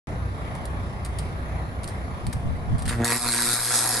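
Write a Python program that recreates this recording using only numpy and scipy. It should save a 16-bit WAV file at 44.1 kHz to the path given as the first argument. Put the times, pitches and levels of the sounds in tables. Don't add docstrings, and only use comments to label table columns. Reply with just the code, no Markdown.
import sys
import numpy as np
from scipy import signal
from scipy.fft import rfft, irfft, next_fast_len
from scipy.io import wavfile
from scipy.ndimage import map_coordinates

SR = 44100
rng = np.random.default_rng(int(sys.argv[2]) if len(sys.argv) > 2 else 0)


def store_pcm(level_fs):
    pcm = np.round(np.clip(level_fs, -1, 1) * 32767).astype(np.int16)
    wavfile.write(sys.argv[1], SR, np.atleast_2d(pcm).T)


N = 176400

# t/s, hum/dB, buzz/dB, rasp/dB, sizzle/dB
ARC_LEVELS = [(2.93, -27.5, -53, -31, -46.5), (2.97, -22, -35.5, -47, -55),
              (3.005, -26.5, -21.5, -38.5, -72), (3.038, -22, -26, -31.5, -51),
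              (3.052, -32, -29.5, -30.5, -27), (3.125, -37, -31.5, -25, -24.5),
              (3.168, -33, -32, -38, -29.5), (3.19, -49, -46, -43, -33.5),
              (3.265, -34.5, -35, -31.5, -27.5), (3.39, -36, -37, -33, -26.5),
              (3.54, -39, -34.5, -32.5, -23), (3.58, -45, -45, -37.5, -29.5),
              (3.68, -35, -48, -34.5, -26.5), (3.745, -30, -47, -31, -21),
              (3.81, -33.5, -40.5, -32.5, -24.5), (4, -33.5, -34.5, -34.5, -28)]
# t/s, advance of the strikes/ms, spread of arrivals/ms, polarity bias/dB
ARC_CHANNEL = [(2.96, 1, .6, 0), (3.046, 0, .6, 0), (3.12, 0, .85, 0), (3.28, 2.2, .95, 0),
               (3.52, 3.1, 1.1, 0), (3.62, 4.4, 1.7, 0), (3.74, 5, 1.6, .3), (3.8, 5.1, 1.7, 1.6),
               (4, 5.3, 2, .8)]
# f/Hz, level/dB
BUZZ_SPECTRUM = [(100, -62), (170, -7), (237, 4), (355, -3.5), (470, -6.5), (590, -9.5), (900, -12),
                 (1500, -21), (3000, -43)]
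RASP_SPECTRUM = [(250, -7.5), (500, -6.5), (750, -6.5), (1450, -2), (2000, -5.5), (2500, -9), (3000, -22),
                 (4500, -26)]
SIZZLE_SPECTRUM = [(2000, -39), (3100, -13.5), (3900, -2.5), (4700, -1.5), (5500, -4), (6050, -12),
                   (6900, -4), (7600, -7.5), (8300, 4.5), (9000, 0.5), (9600, -6.5), (11200, 2.5),
                   (12200, -14)]
# t/s, level/dB
HARD_STRIKES = [(3.0448, -5), (3.514, -12), (3.531, -12), (3.657, -14), (3.791, -10), (3.89, -13)]
# f/Hz, left-right correlation
ARC_CORRELATION = [(2400, .94), (2950, -.1), (3900, .7), (7200, .4), (9500, -.3), (11000, -.1)]
# t/s, level/dB, midrange against
# treble/dB, decay time T60/s
SPARK_EVENTS = [(0.55, -37.5, -28, 0.072), (0.6531, -30.5, -25, 0.041), (1.0482, -26, -16, 0.031),
                (1.0595, -29.5, -14, 0.025), (1.1863, -30.5, -15.5, 0.072), (1.8326, -28.5, -10, 0.037),
                (1.842, -32, -11, .018), (1.876, -34, -11, 0.095), (2.2664, -24.5, -8, 0.021),
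                (2.3274, -23.5, -13, 0.03), (2.782, -36.5, -11, 0.18), (2.8213, -29, -12, 0.022),
                (2.854, -32.5, -6.5, 0.12), (2.878, -26, -9.5, 0.081), (2.892, -24, -12, 0.1),
                (2.9274, -35.5, 5.5, 0.028), (3.019, -24, -14, 0.0068)]
# f/Hz, level/dB
SNAP_SPECTRUM = [(1800, -43), (3000, -1.5), (4700, 0.5), (6200, -8.5), (7800, -2.5), (8600, 7.5), (9800, 2),
                 (11200, -4.5), (12500, -6)]
BODY_SPECTRUM = [(300, -29), (700, -10), (1900, -1.5), (2800, -9), (4000, -39)]
# t/s, level/dB
GUST_LEVELS = [(2.1, -41), (2.25, -34), (2.29, -20), (2.32, -45), (2.36, -21.5), (2.40, -45), (2.46, -22),
               (2.55, -30), (2.64, -35.5), (2.71, -23.5), (2.75, -15.5), (2.775, -30.5), (2.83, -28.5),
               (2.9, -24), (3.02, -51), (3.3, -38.5), (3.4, -76)]
# f/Hz, level/dB
WIND_SPECTRUM = [(15, 1.5), (35, -10), (75, 6.5), (130, -2), (250, -9), (500, -44), (1500, -61)]
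# t/s, level/dB
ENGINE_LEVELS = [(0, 1.5), (2.5, 0.5), (2.9, -1.5), (3.02, 2.5), (3.07, -18), (4, -21)]
# multiple of the firing rate, level/dB
EXHAUST_HARMONICS = [(2, -34), (3, -37.5), (4, -43.5), (5, -47.5)]
# f/Hz, level/dB
CLATTER_SPECTRUM = [(25, -18), (55, -3.5), (120, -7.5), (200, -13), (420, -20.5), (700, -18), (950, -22),
                    (1150, -21.5), (2000, -28), (2600, -35), (3700, -39.5), (6500, -48), (9200, -54),
                    (10400, -40.5), (12000, -56)]
# f/Hz, left-right correlation
CLATTER_CORRELATION = [(440, .9), (700, .7), (1050, .1), (1500, -.8), (2200, .62), (2900, -.8), (3900, .45),
                       (5000, 0)]

CATCH_S, CATCH_RISE_S = 2.9, 0.014
STRIKE_S, STRIKE_HZ = 3.0457, 118.5


def arc():
    k, times = strikes()
    t = np.arange(N) / SR
    hum_db, buzz_db, rasp_db, sizzle_db = curves(ARC_LEVELS)
    alight = np.clip((t - CATCH_S) / CATCH_RISE_S, 0, 1)
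    burn = lambda x, db: alight * amp(db) * x / np.std(x[..., t > STRIKE_S])
    hum = burn(-np.sin(2 * np.pi * np.interp(t, times, k)), hum_db - 5.5)
    buzz = burn(coloured(heat_pulses(k, times), BUZZ_SPECTRUM), buzz_db - 3)
    coarse = np.array([kink_clicks(k, times, writhe=0.095, jitter=0.095, count=40) for _ in range(2)])
    fine = np.array([kink_clicks(k, times, writhe=0.043, jitter=0.025, count=60) for _ in range(2)])
    rasp = burn(stereo(coloured(coarse, RASP_SPECTRUM), ARC_CORRELATION), rasp_db + 0.5)
    sizzle = burn(stereo(coloured(fine, SIZZLE_SPECTRUM), ARC_CORRELATION), sizzle_db)
    crack_times, crack_db = np.transpose(HARD_STRIKES)
    cracks = coloured(bursts(crack_times, crack_db - 1, rise_s=0.00068, t60_s=.01), SIZZLE_SPECTRUM)
    crackle = street_echoes(rasp + sizzle + cracks, wet_db=-3)
    return hum + buzz + patchy(crackle, depth_db=1.8, bins=9)


def strikes():
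    k = np.arange(-20, 120)
    times = STRIKE_S + k / STRIKE_HZ
    early_ms, spread_ms, _ = curves(ARC_CHANNEL, times)
    stray_ms = .6 * np.maximum(spread_ms - 1, 0) * rng.standard_normal(len(k))
    return k, times + (stray_ms - early_ms) / 1000


def heat_pulses(k, times):
    spread_s = curves(ARC_CHANNEL, times)[1] / 1000
    jitter_s = .28 * spread_s * np.clip(k / 30, .4, 1)
    when = times + jitter_s * rng.standard_normal(len(k))
    size = -amp(1.2 * rng.standard_normal(len(k)))
    smear_s = .4 * spread_s
    return clicks(when - smear_s, size) + clicks(when, 2 * size) + clicks(when + smear_s, size)


def kink_clicks(k, times, writhe, jitter, count):
    def drift():
        noise = rng.standard_normal((count, len(k) + 23))
        return unit(signal.fftconvolve(noise, np.hanning(24)[None], "valid"))
    _, spread_ms, polarity_db = curves(ARC_CHANNEL, times)
    place = rng.standard_normal((count, 1)) + writhe * drift()
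    delay_ms = spread_ms * (place + jitter * rng.standard_normal(place.shape))
    scatter_db = 3.5 * rng.standard_normal(place.shape)
    flicker_db = 1.6 * rng.standard_normal(len(k))
    size_db = scatter_db + flicker_db - polarity_db * (-1.) ** k
    return clicks(times + delay_ms / 1000, np.tanh(2 * drift()) * amp(size_db))


def sparks(rise_s=0.00055):
    times, db, body_db, t60_s = np.transpose(SPARK_EVENTS)
    snap = coloured(bursts(times, db - 2, rise_s, t60_s), SNAP_SPECTRUM)
    body = coloured(bursts(times, db + body_db + 1, rise_s, t60_s), BODY_SPECTRUM)
    return street_echoes(snap + body, wet_db=-7)


def wind():
    level_db, = curves(GUST_LEVELS)
    turbulence = coloured(rng.standard_normal((2, N)), WIND_SPECTRUM)
    return amp(level_db) * stereo(turbulence, correlation=[(60, 0.23)])


def engine(firing_hz=30.87):
    level_db, = curves(ENGINE_LEVELS)
    phase = 2 * np.pi * np.cumsum(firing_hz * (1 + 0.01566 * wobble(9))) / SR
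    exhaust = np.zeros(N)
    for harmonic, db in EXHAUST_HARMONICS:
        peak = np.sqrt(2) * amp(db - 3 + 2.2 * wobble(13))
        exhaust += peak * np.cos(harmonic * phase + rng.uniform(0, 2 * np.pi))
    noise = stereo(coloured(rng.standard_normal((2, N)), CLATTER_SPECTRUM), CLATTER_CORRELATION)
    clatter = patchy(noise, depth_db=1.5, bins=11) * amp(-33.5 + 0.8 * wobble(7.28))
    pulsing = 1 + 0.098 * np.cos(phase)
    return amp(level_db) * (exhaust + clatter * pulsing)


def street_echoes(x, wet_db, near_t60_s=0.034, far_t60_s=0.43):
    t = np.arange(SR // 2) / SR
    decay = amp(-60 * t / near_t60_s) + amp(-12.5 - 60 * t / far_t60_s)
    tail = stereo(rng.standard_normal((2, N)), ARC_CORRELATION)[:, :len(t)] * decay * (t > .003)
    return x + amp(wet_db) * signal.fftconvolve(x, tail / np.linalg.norm(tail[0]), axes=1)[:, :N]


def bursts(times, levels_db, rise_s, t60_s):
    age = np.maximum(np.arange(N) / SR - times[:, None], 0)
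    fall_db = np.minimum(60 * age / np.reshape(t60_s, (-1, 1)), 200)
    envelopes = (1 - np.exp(-age / rise_s)) * amp(levels_db[:, None] - fall_db)
    ragged_db = 4 * map_coordinates(rng.standard_normal(N // 64), [np.arange(N) / 80], order=1)
    return envelopes.sum(0) * unit(amp(ragged_db)) * stereo(rng.standard_normal((2, N)), ARC_CORRELATION)


def clicks(times, sizes):
    at = times.reshape(-1, 1) * SR
    taps = np.floor(at).astype(int) + np.arange(-7, 9)
    kernel = np.sinc(taps - at) * np.sinc((taps - at) / 8)
    return np.bincount(taps.ravel(), (kernel * sizes.reshape(-1, 1)).ravel(), N)[:N]


def patchy(x, depth_db, bins):
    spectra = signal.stft(x, nperseg=512)[2]
    patch = np.outer(np.hanning(bins), np.hanning(34))
    field = signal.fftconvolve(rng.standard_normal(spectra.shape[1:]), patch, "same")
    gain = amp(depth_db * unit(field))
    gain[:8] = 1
    return signal.istft(spectra * unit(gain), nperseg=512)[1][:, :N]


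def stereo(pair, correlation):
    angle = lambda hz: np.arccos(np.clip(along(correlation, hz), -1, 1)) / 2
    mid, side = filtered(pair, lambda hz: np.array([np.cos(angle(hz)), np.sin(angle(hz))]))
    return unit(np.array([mid + side, mid - side]))


def coloured(x, spectrum):
    def response(hz):
        magnitude = np.maximum(unit(amp(along(spectrum, hz))), 1e-6)
        cepstrum = irfft(np.log(magnitude))
        half = len(cepstrum) // 2
        return np.exp(rfft(np.r_[cepstrum[0], 2 * cepstrum[1:half], cepstrum[half], np.zeros(half - 1)]))
    return filtered(x, response)


def filtered(x, response):
    size = 2 * next_fast_len(N * 2 // 3)
    return irfft(rfft(x, size) * response(np.fft.rfftfreq(size, 1 / SR)), size)[..., :N]


def wobble(rate):
    return map_coordinates(rng.standard_normal(256), [np.arange(N) * rate / SR], mode="mirror")


def curves(rows, t=None):
    times, *columns = np.transpose(rows)
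    return [np.interp(np.arange(N) / SR if t is None else t, times, column) for column in columns]


def along(points, hz):
    f, values = np.transpose(points)
    return np.interp(np.log(hz + 1), np.log(f + 1), values)


def amp(db):
    return 10 ** (np.asarray(db) / 20)


def unit(x):
    return x / np.sqrt(np.mean(x ** 2) + 1e-20)


def scene():
    return engine() + wind() + sparks() + arc()


def record(dry, start_s=.072, top_hz=11850):
    gate = np.arange(N) / SR > start_s
    return filtered(dry * gate, lambda hz: 1 / np.sqrt(1 + (hz / top_hz) ** 160))


dry = scene()
out = record(dry)
store_pcm(out)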